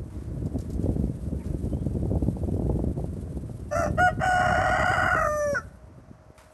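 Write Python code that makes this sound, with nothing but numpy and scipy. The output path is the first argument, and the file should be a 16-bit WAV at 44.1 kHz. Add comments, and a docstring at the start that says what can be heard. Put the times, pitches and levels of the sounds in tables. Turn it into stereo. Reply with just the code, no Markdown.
"""A rooster crows once, in three syllables, near a trellis of half-dry vines on a farm.
The two sides of its syrinx clash into a rasp, then one side alone holds a clean falling note that
ends in a squawk; windpipe and beak colour the pulses, and trellis and yard scatter the call.
Wind buffets the microphone, dry leaves rustle, and far off there are faint birds and a hum."""
import sys
import numpy as np
from scipy import signal
from scipy.fft import rfft, irfft, next_fast_len
from scipy.io import wavfile
from scipy.ndimage import uniform_filter1d

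SR = 44100
rng = np.random.default_rng(int(sys.argv[2]) if len(sys.argv) > 2 else 0)


def persist_wave(psi):
    """Save psi, clipped to +-1, as 16-bit WAV."""
    counts = np.round(np.clip(psi, -1, 1) * 32767).astype(np.int16)
    wavfile.write(sys.argv[1], SR, np.atleast_2d(counts).T)


N = 287973
TIME = np.arange(N) / SR
HZ = np.maximum(np.arange(N // 2 + 1) * SR / N, 1)
BREEZE_DB = -30   # typical wind strength
RASP_START_S, NOTE_START_S, SQUAWK_START_S, SQUAWK_END_S = 4.192, 5.277, 5.545, 5.585

# wind strength at the microphone: t/s, level/dB
GUSTS = [(0, -35), (.17, -35.5), (.31, -33), (.56, -30), (.63, -36.5), (.86, -30), (1.05, -29.5),
         (1.2, -37.5), (1.31, -30.5), (2.05, -30), (2.25, -27), (2.39, -32), (2.52, -26), (2.75, -27),
         (3.1, -33.5), (3.35, -35), (3.5, -37), (3.88, -32.5), (5.15, -33), (5.55, -42), (5.95, -46),
         (6.53, -60.5)]
# the straining membranes flutter ever slower and deeper: t/s, rate/Hz, depth at full roughness/dB
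CATCHES = [(4.2, 75, .5), (4.7, 65, 1), (4.84, 53, 2.8), (5.0, 42, 2.5), (5.15, 38, 2.2), (5.25, 34, 7)]
# two short syllables: start/s, end/s, rise/s, upper side grips/s, lets go/s, upper f/Hz, lower f/Hz,
# pitch arch/share, upper side's share/0-1, roughness/0-1, fundamental/dB, throat/dB, edge/dB
OPENERS = [(3.705, 3.869, 0.028, 3.754, 3.838, 680, 597.7, .04, 0.65, .55, -26.5, -31, -47.5),
           (3.972, 4.086, 0.019, 3.993, 4.082, 733, 630.7, .035, 1, 0.05, -22.3, -24.8, -47)]


def from_db(db):
    """Decibels to gain."""
    return 10 ** (np.asarray(db) / 20)


def rms_one(x):
    """Scale to rms 1."""
    return x / np.sqrt(np.mean(x ** 2) + 1e-20)


def in_time(rows):
    """Automation lanes: each column of a curve at every sample."""
    s, *columns = np.transpose(rows)
    return [np.interp(TIME, s, c) for c in columns]


def phase_of(hz):
    """Running phase of a gliding frequency, in radians."""
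    return 2 * np.pi * np.cumsum(hz) / SR


def filtered(x, response):
    """EQ with a response given on the HZ grid."""
    size = next_fast_len(N, True)
    grid = np.arange(size // 2 + 1) * SR / size
    return irfft(rfft(x, size) * np.interp(grid, HZ, response), size)[..., :N]


def drift(rate_hz):
    """Random wander up to a rate; rms 1."""
    return rms_one(filtered(rng.standard_normal(N), 1 / (1 + (HZ / rate_hz) ** 2)))


def noise(spectrum, alike):
    """Coloured stereo noise; alike is its left-right correlation."""
    hz, db = np.transpose(spectrum)
    skirts = np.minimum(HZ / hz[0], 1) ** 4 * np.minimum(hz[-1] / HZ, 1) ** 4
    colour = from_db(np.interp(np.log(HZ), np.log(hz), db)) * skirts
    mid, side = filtered(rng.standard_normal((2, N)), colour)
    width = np.sqrt((1 - alike) / (1.001 + alike))
    return rms_one(mid) + width * rms_one(side) * [[1], [-1]]


def evened(stereo, window_s):
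    """Leveller: hold the slow level at 1 and keep the fast flutter."""
    power, size = stereo.mean(0) ** 2, int(window_s * SR)
    return stereo / np.sqrt(np.abs(uniform_filter1d(uniform_filter1d(power, size), size)) + 1e-12)


def bursts(rows, rise_s):
    """Envelope of events (t/s, level/dB, fade/s) that swell quickly and die away."""
    out = np.zeros(N)
    for s, db, fade_s in rows:
        start = int(s * SR)
        age = TIME[:min(N - start, SR // 2)]
        out[start:start + len(age)] += from_db(db) * (1 - np.exp(-age / rise_s)) * np.exp(-age / fade_s)
    return out


def surroundings():
    """The bed: a wash of open fields, an airy flickering hiss and a distant wavering hum."""
    # colours of the fields and of the hiss: f/Hz, density/dB
    field_colour = [(60, -17), (250, 5), (430, 1), (600, 9), (800, 2.5), (1000, 2), (1500, -3), (2200, -11),
                    (3500, -22.5), (6000, -17.5)]
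    hiss_colour = [(1290, -16), (2200, -4.5), (5580, -5), (7050, -4.5), (8780, 2.5), (9360, 1.5),
                   (10200, -16), (11200, 5.5), (12000, -13), (15600, -49), (22000, -120)]
    # fader ride on the hiss: t/s, level/dB
    hiss_level = [(0, -68.5), (.5, -67), (.8, -63.5), (2.35, -63.5), (3, -65), (5.6, -63), (5.77, -73.5),
                  (6.25, -81.5), (6.53, -69)]
    hiss = from_db(in_time(hiss_level)[0] + .06 + 2 * drift(37)) * noise(hiss_colour, alike=.22)
    hum_hz = 626 + 4 * drift(23.4)
    hum = np.sqrt(2) * np.sin(phase_of(hum_hz)) * from_db(-63.5 + drift(12))
    return from_db(-58.5) * noise(field_colour, alike=.044) + hiss + hum


def far_birds():
    """Short wavering calls from across the fields."""
    # faint chirps: t/s, length/s, start f/Hz, end f/Hz, level/dB, waver/share
    calls = [(1.39, .05, 930, 880, -56, .03), (1.385, .06, 2050, 1950, -61, .12),
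             (1.715, .04, 3030, 3090, -66, .008), (1.75, .11, 3090, 3300, -71, .03)]
    out, waver = np.zeros(N), drift(228)
    for s, length_s, start_hz, end_hz, db, depth in calls:
        along = np.clip((TIME - s) / length_s, 0, 1)
        pitch = (start_hz + along * (end_hz - start_hz)) * (1 + depth * waver)
        out += from_db(db) * np.sqrt(2) * np.sin(np.pi * along) * np.sin(phase_of(pitch))
    return out


def leaves(tick_db=-10, tick_fade_s=.011, grain_db=2.5, stir_s=.52, stir_spread_s=.24):
    """Dry leaves tick against the wires and brush past each other in fine grains."""
    # clearest leaf ticks: t/s, relative level/dB
    clear_ticks = [(0.4574, -43.5), (0.586, -40), (0.605, -38), (0.701, -39.5), (0.7312, -42.5),
                   (0.827, -46), (1.4616, -44)]
    # soft brushes through foliage: t/s, level/dB, fade/s
    strokes = [(0.10, -59.5, 0.29), (0.59, -63.5, 0.61), (1.44, -55, 0.053), (6.378, -52.5, 0.067)]
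    # colours of a tick and of a brush: f/Hz, density/dB
    tick_colour = [(1500, -13), (3000, -3), (5000, 5), (7500, 6.5), (10000, -1), (12000, 2.5)]
    brush_colour = [(500, -26), (900, 7), (2000, 0.5), (3000, -7), (6000, -8.5), (9500, -8.5), (12000, -12)]
    # fainter ticks cluster around one stir of the vine
    faint_ticks = [(abs(s), -71) for s in rng.normal(stir_s, stir_spread_s, 6)]
    hits = [(s, db + tick_db, tick_fade_s) for s, db in list(clear_ticks) + faint_ticks]
    ticks = bursts(hits, rise_s=.00033) * noise(tick_colour, alike=.2)
    brushes = bursts(strokes, rise_s=.00052) * noise(brush_colour, alike=.22)
    return (ticks + brushes) * rms_one(from_db(grain_db * drift(380)))


def flutter_level(wind_db):
    """Flutter grows faster than rumble: 1.28 dB for each dB of wind."""
    return -35 + 1.28 * (wind_db - BREEZE_DB)


def wind(swirl_db=2.4, lull_db=3.5, tear_growth=2.9):
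    """Eddies roll over the microphone ports: low rumble, lumpier flutter, tearing in strong gusts."""
    # colours of the three wind bands: f/Hz, density/dB
    rumble_colour = [(25, -55), (40, -9), (58, 4), (100, 1), (160, -5), (220, -9.5), (400, -42)]
    flutter_colour = [(110, -0.5), (200, -1.5), (300, -1.5), (450, -9.5), (650, -19.5), (900, -52),
                      (1400, -82), (2500, -53)]
    tear_colour = [(330, -1.5), (480, -2.5), (700, -4), (950, -21.5), (1300, -56)]
    swirl = drift(14)   # quick swells and short lulls within a gust
    wind_db = in_time(GUSTS)[0] + swirl_db * np.tanh(swirl) - lull_db * np.maximum(-swirl - .5, 0)
    tear_db = -52.5 + tear_growth * (wind_db - BREEZE_DB)
    eddies = drift(53)
    rumble = evened(noise(rumble_colour, alike=.72) * from_db(2 * eddies), window_s=.083)
    flutter = evened(noise(flutter_colour, alike=.74) * from_db(5.5 * eddies), window_s=.067)
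    tear = evened(noise(tear_colour, alike=.19) * from_db(7.5 * eddies), window_s=.041)
    low_end = from_db(wind_db) * rumble + from_db(flutter_level(wind_db)) * flutter
    return from_db(.5) * low_end + from_db(tear_db) * tear


def lesser_buffets(count=12, spread_db=3.5):
    """Random eddies that follow the wind's strength: t/s, relative thump/dB, relative slap/dB."""
    s = rng.uniform(0, TIME[-1] - .1, count)
    db = flutter_level(np.interp(s, *np.transpose(GUSTS)))
    thump_dip, slap_dip = spread_db * rng.standard_normal((count, 2)).T
    return list(zip(s, db + 14 - thump_dip, db - 9 - slap_dip))


def buffets(thump_s=.00097, slap_s=.0004):
    """A strong eddy swings the pressure at the ports once, with a sharper slap and a turbulent wake."""
    # hardest buffets: t/s, relative thump/dB, relative slap/dB
    hardest = [(0.466, -14, -29.5), (0.555, -10, -29.5), (0.792, -6, -43), (0.857, -12.5, -23),
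               (0.888, -6.5, -27.5), (0.961, -7.5, -31.5), (0.993, -6.5, -32.5), (1.037, -8.5, -48),
               (1.094, -8.5, -51), (1.33, -8, -32.5), (1.649, -27, -39.5), (1.73, -27, -31.5),
               (1.767, -13, -33), (1.951, -16, -36), (2.053, -15, -27.5), (2.112, -16, -23),
               (2.154, -19, -20), (2.282, -1, -28.5), (2.365, -16, -27.5), (2.433, -10, -27.5),
               (2.481, -28, -41), (2.519, -9, -39), (2.562, -14, -26.5), (2.593, -7, -24),
               (2.618, -24, -24), (2.695, -31, -18), (2.789, -36, -20), (2.837, -6, -27.5),
               (2.87, -11, -34), (2.975, -19, -28.5), (2.993, -29, -24.5), (3.039, -15, -27.5),
               (3.165, -19, -35), (3.369, -17, -31), (3.492, -25, -33.5), (3.903, -11, -27),
               (5.15, -21, -20.5), (5.528, -12, -32), (6.11, -22, -65), (6.3, -34, -50)]
    hits = list(hardest) + lesser_buffets()
    out, age = np.zeros((2, N)), TIME[:SR // 20]
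    for (s, thump_db, slap_db), (pan_db, sign) in zip(hits, rng.standard_normal((len(hits), 2))):
        start = int(s * SR)
        ears = np.sign(sign) * from_db([[pan_db], [-pan_db]])
        for db, swing_s in ((thump_db - 11, thump_s), (slap_db - 3, slap_s)):
            along = (age - .004) / swing_s
            out[:, start:start + len(age)] += ears * from_db(db) * along * np.exp((1 - along ** 2) / 2)
    wakes = bursts([(s, slap_db - 2, .008) for s, _, slap_db in hits], rise_s=.0013)
    wake_colour = [(150, 10), (500, 15.5), (850, 1), (1300, -56), (2200, -52)]   # f/Hz, density/dB
    out += wakes * noise(wake_colour, alike=.19)
    return signal.sosfilt(signal.butter(4, 1500, fs=SR, output="sos"), out)


def scatter(x, t60_s, dull_hz):
    """Many small reflections that die away, different at each microphone."""
    age = TIME[:SR]
    tail = rng.standard_normal((2, SR)) * from_db(-60 * age / t60_s) * (1 - np.exp(-40 * age / t60_s))
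    tail /= np.sqrt(np.sum(tail ** 2, axis=1, keepdims=True))
    return filtered(signal.fftconvolve(x, tail, axes=1)[:, :N], 1 / np.hypot(1, HZ / dull_hz))


def shelter(x):
    """Hard surfaces near the bird ring on after it, with left and right swapped."""
    # narrow rings: f/Hz, level/dB, width/Hz
    rings = [(1090, -1, 11), (1475, -18, 11), (2890, -4, 10)]
    return sum(from_db(db) * signal.lfilter(*signal.iirpeak(hz, hz / width_hz, fs=SR), x[::-1])
               for hz, db, width_hz in rings)


def formant(source, hz, width_hz, pan_db, lead, order):
    """One gliding resonance, placed in stereo by level and by phase lead."""
    centre = np.exp(1j * phase_of(hz))
    lowpass = signal.bessel(order, width_hz / 2, norm="mag", fs=SR, output="sos")
    ringing = centre * signal.sosfilt(lowpass, source / centre)
    sides = np.array([[.5], [-.5]])
    ears = from_db(sides * pan_db) * np.exp(1j * sides * lead)
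    return (ears * ringing).real


def bright_edge(source):
    """Narrow upper resonances glide as the neck stretches, each swelling on its own."""
    # paths of the three resonances: t/s, f/Hz, level/dB
    ring = [(3.88, 2630, -54), (3.98, 2840, -47.5), (4.25, 2830, -45.5), (4.76, 2930, -47.5),
            (4.92, 2890, -44.5), (5.1, 2850, -47.5), (5.3, 2416, -58.5)]
    low_edge = [(3.84, 4720, -58), (4.03, 4460, -68), (4.65, 4700, -58.5), (4.9, 4870, -49),
                (5.1, 4950, -54.5), (5.25, 4600, -69)]
    mid_edge = [(3.85, 5830, -48), (4.0, 5200, -58), (4.28, 5300, -51.5), (4.7, 5470, -53),
                (5.05, 5800, -68), (5.32, 5990, -45.5), (5.55, 5710, -48.5)]
    out = 0
    for glide, width_hz, pan_db in zip((ring, low_edge, mid_edge), (152, 230, 370), (1, 3, 7.2)):
        hz, db = in_time(glide)
        ringing = formant(source, hz, width_hz, pan_db, lead=1, order=2)
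        out += from_db(db) * evened(ringing, window_s=.02)
    return out


def windpipe(source, levels_db, trims_db=(.1, .3, -1.5)):
    """Resonances move with the neck and open with the beak; each register rides its own fader."""
    # the bird's posture: t/s, beak gape/0-1, neck stretch/0-1
    posture = [(3.86, 0.4, 0.5), (3.98, 0.52, 0.02), (4.25, 1, 0.3), (4.55, 0.85, 0.2), (4.78, 1, 0.96),
               (5.15, 0.47, 0.75), (5.22, 0.19, 0.7), (5.3, 0, 0)]
    # windpipe and beak resonances, low register to high: f/Hz, gape shift/Hz, stretch shift/Hz,
    # width/Hz, narrow-beak level/dB, gaping level/dB, left-right/dB, left lead/rad
    fundamental = [(677, 47, 22, 166, 2, 10, -13.5, -1.55)]
    throat = [(1174, -81, -8, 184, -2.5, -3.5, -5.5, -0.6), (1437, 24, -21, 201, 7.5, 2.5, 0, -1.04),
              (1745, 103, 108, 240, -3, -1.5, -1.5, -1.64), (2285, -52, 6, 220, -24, -11.5, 3, -2)]
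    edge = [(6780, 0, 150, 710, 1, 6, 7.5, 0.63), (8080, 0, 0, 420, 1, 8.5, 1.5, 0.55),
            (9260, -200, -2, 520, -0.5, -8, 0, 0.34), (11220, 96, 100, 620, 1.5, -6, 1.5, .1)]
    gape, stretch = in_time(posture)
    out = 0
    for resonances, db, trim_db in zip((fundamental, throat, edge), levels_db, trims_db):
        register = 0
        for hz, gape_hz, stretch_hz, width_hz, narrow_db, gaping_db, pan_db, lead in resonances:
            centre_hz = hz + gape_hz * gape + stretch_hz * stretch
            gain = from_db(narrow_db + gape * (gaping_db - narrow_db))
            register += gain * formant(source, centre_hz, width_hz, pan_db, lead, order=4)
        out += from_db(db + trim_db) * evened(register, window_s=.013)
    return out


def opener(start_s, end_s, rise_s, grip_s, let_go_s, upper_hz, lower_hz, arch, share, rough,
           db, throat_db, edge_db):
    """A short syllable: the slack lower side starts, the upper leaps to an arched note, then lets go."""
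    slacken_s, settle_s = .005, .24 * (end_s - start_s)
    grip = (np.tanh((TIME - grip_s) / slacken_s) - np.tanh((TIME - let_go_s) / slacken_s)) / 2
    slack = 1 - grip   # a slack syrinx is rough and dull
    along = np.clip(2 * (TIME - grip_s) / (let_go_s - grip_s) - 1, -2, 2)
    flat = .01 * np.exp(-np.maximum(TIME - start_s, 0) / settle_s)
    return (upper_hz * (1 - arch * along ** 2), lower_hz * (1 - flat), share * grip,
            rough * grip + .396 * slack, db, throat_db - 4.5 * slack, edge_db - 7 * slack)


def clean_note(rough=.025):
    """The lower side alone: pitch sags ever faster and overtones fade as the air runs out."""
    age = np.clip(TIME - NOTE_START_S, 0, SQUAWK_START_S - NOTE_START_S)
    hz = 605 - 20 * age - 580 * age ** 2
    db, throat_db, edge_db = -27.5, -29.5 - 256 * age ** 2, -49.5 - 17 * age
    return hz, hz, 0, rough, db, throat_db, edge_db


def squawk(rough=.25):
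    """A last rough push: the pitch plunges and the throat rings above a weak fundamental."""
    age = np.clip(TIME - SQUAWK_START_S, 0, .05)
    hz, fade_db = 520 - 1700 * age, 156 * age
    return hz, hz, 0, rough, -38 - fade_db, -23.5 - fade_db, -54 - fade_db


def crow_controls(blend_s=.009):
    """The crow's automation: upper and lower pitch, upper side's share, roughness, register levels."""
    # the long syllable opens as a rasp: t/s, upper f/Hz, lower f/Hz, upper side's share/0-1, roughness
    rasp = [(4.21, 785, 613, 0.47, .9), (4.28, 731.4, 611, 0.93, 0.42), (4.44, 717.8, 620.8, 0.7, 0.89),
            (4.55, 711.2, 621, 0.28, 0.93), (4.75, 751, 625.2, 0.32, 0.9), (4.95, 734.6, 624.5, 0.55, 1.07),
            (5.15, 708, 623, 0.65, 0.89), (5.21, 657, 626.3, 0.16, 0.63), (5.27, 644, 603, 0.21, 0.29)]
    # its loudness: t/s, fundamental/dB, throat/dB, edge/dB
    rasp_level = [(4.22, -23.5, -26.5, -48), (4.28, -25, -31, -44), (4.45, -25, -28, -49),
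                  (4.6, -25, -29, -50), (4.92, -27, -26.5, -47), (5.14, -31, -24.5, -51.5),
                  (5.27, -26.5, -26, -51)]
    parts = [(row[0] - blend_s, opener(*row)) for row in OPENERS]
    parts.append((RASP_START_S - blend_s, in_time(rasp) + in_time(rasp_level)))
    parts += [(NOTE_START_S, clean_note()), (SQUAWK_START_S, squawk())]
    controls = parts[0][1]
    for start_s, part in parts:
        controls = [np.where(TIME < start_s, before, after) for before, after in zip(controls, part)]
    return uniform_filter1d(np.array(controls), int(blend_s * SR))


def syrinx_side(hz, rough, catch, jitter, shimmer, doubling, rasp):
    """One membrane's pulses; roughness shakes timing and size, alternates them and adds turbulence."""
    rough = np.clip(rough, 0, 1)
    shake = jitter * rough * (drift(69) + .5 * catch) + .003 * drift(22)
    slip = .2 * rough * drift(490)   # early and late pulses blur the highest overtones
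    phase = phase_of(hz * (1 + shake)) + slip
    pulses = sum(np.cos(k * phase + k * k / 2) for k in range(1, 21))
    size = 1 + rough * (shimmer * drift(47) + doubling * np.cos(phase / 2))
    breath = filtered(rng.standard_normal(N), 1 / np.hypot(1, HZ / 3000))
    turbulence = rasp * rough * breath * (1 + np.cos(phase))
    catch_db = in_time(CATCHES)[1] * rough * catch
    return (pulses * size + turbulence) * from_db(-catch_db)


def syrinx(upper_hz, lower_hz, share, rough, trade_hz=24, clash=.9):
    """Two membranes at different pitches trade the lead and beat against each other into a rasp."""
    # how far the upper side's pitch strays: t/s, spread at full roughness/share
    stray = [(4.25, .012), (4.5, .025), (4.8, .04), (5.15, .04), (5.25, .02)]
    share = np.clip(share + .25 * rough ** 2 * drift(trade_hz), 0, 1)
    upper_hz = upper_hz * (1 + in_time(stray)[0] * rough * drift(trade_hz))
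    # the membranes catch and break free again every dozen cycles or so
    catch = np.cos(phase_of(in_time(CATCHES)[0] * (1 + .25 * drift(30))))
    upper = syrinx_side(upper_hz, .8 * rough, catch, jitter=.008, shimmer=1.05, doubling=.7, rasp=1.5)
    lower = syrinx_side(lower_hz, rough, catch, jitter=.016, shimmer=1, doubling=.082, rasp=2.5)
    beat = np.cos(phase_of(upper_hz - lower_hz + 25 * drift(37.3)))
    both = np.sqrt(share) * upper + np.sqrt(1 - share) * lower
    return both * (1 + clash * np.sqrt(share * (1 - share)) * beat)


def envelope(start_s, end_s, rise_s, release_s=.014):
    """Straight attack, hold, and a quick dying release."""
    return np.clip((TIME - start_s) / rise_s, 0, 1) * np.exp(-np.maximum(TIME - end_s, 0) / release_s)


def rooster():
    """Both sides of the syrinx sound through one windpipe: two short syllables and a long one."""
    upper_hz, lower_hz, share, rough, *levels_db = crow_controls()
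    source = syrinx(upper_hz, lower_hz, share, rough)
    short_syllables = sum(envelope(start, end, rise) for start, end, rise, *_ in OPENERS)
    long_syllable = envelope(RASP_START_S, SQUAWK_END_S, rise_s=.049)
    return (short_syllables + long_syllable) * (windpipe(source, levels_db) + bright_edge(source))


def scene():
    """The crow, scattered by the trellis and the yard, over wind, leaves and fields."""
    crow = rooster()
    # leaves and wires are too small to reflect much of the fundamental
    overtones = filtered(crow, HZ / np.hypot(HZ, 2200))
    trellis = from_db(-3) * scatter(overtones, t60_s=.09, dull_hz=11800)
    yard = from_db(-24) * scatter(crow, t60_s=.7, dull_hz=4000)
    ambience = wind() + buffets() + leaves() + far_birds() + surroundings()
    return crow + trellis + shelter(crow) + yard + ambience


def record(dry):
    """The microphone sheds the deepest rumble; the top is cut steeply."""
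    lean = signal.sosfilt(signal.butter(4, 36, "high", fs=SR, output="sos"), dry)
    return signal.sosfiltfilt(signal.ellip(10, .05, 70, 12100, fs=SR, output="sos"), lean)


dry = scene()
out = record(dry)
persist_wave(out)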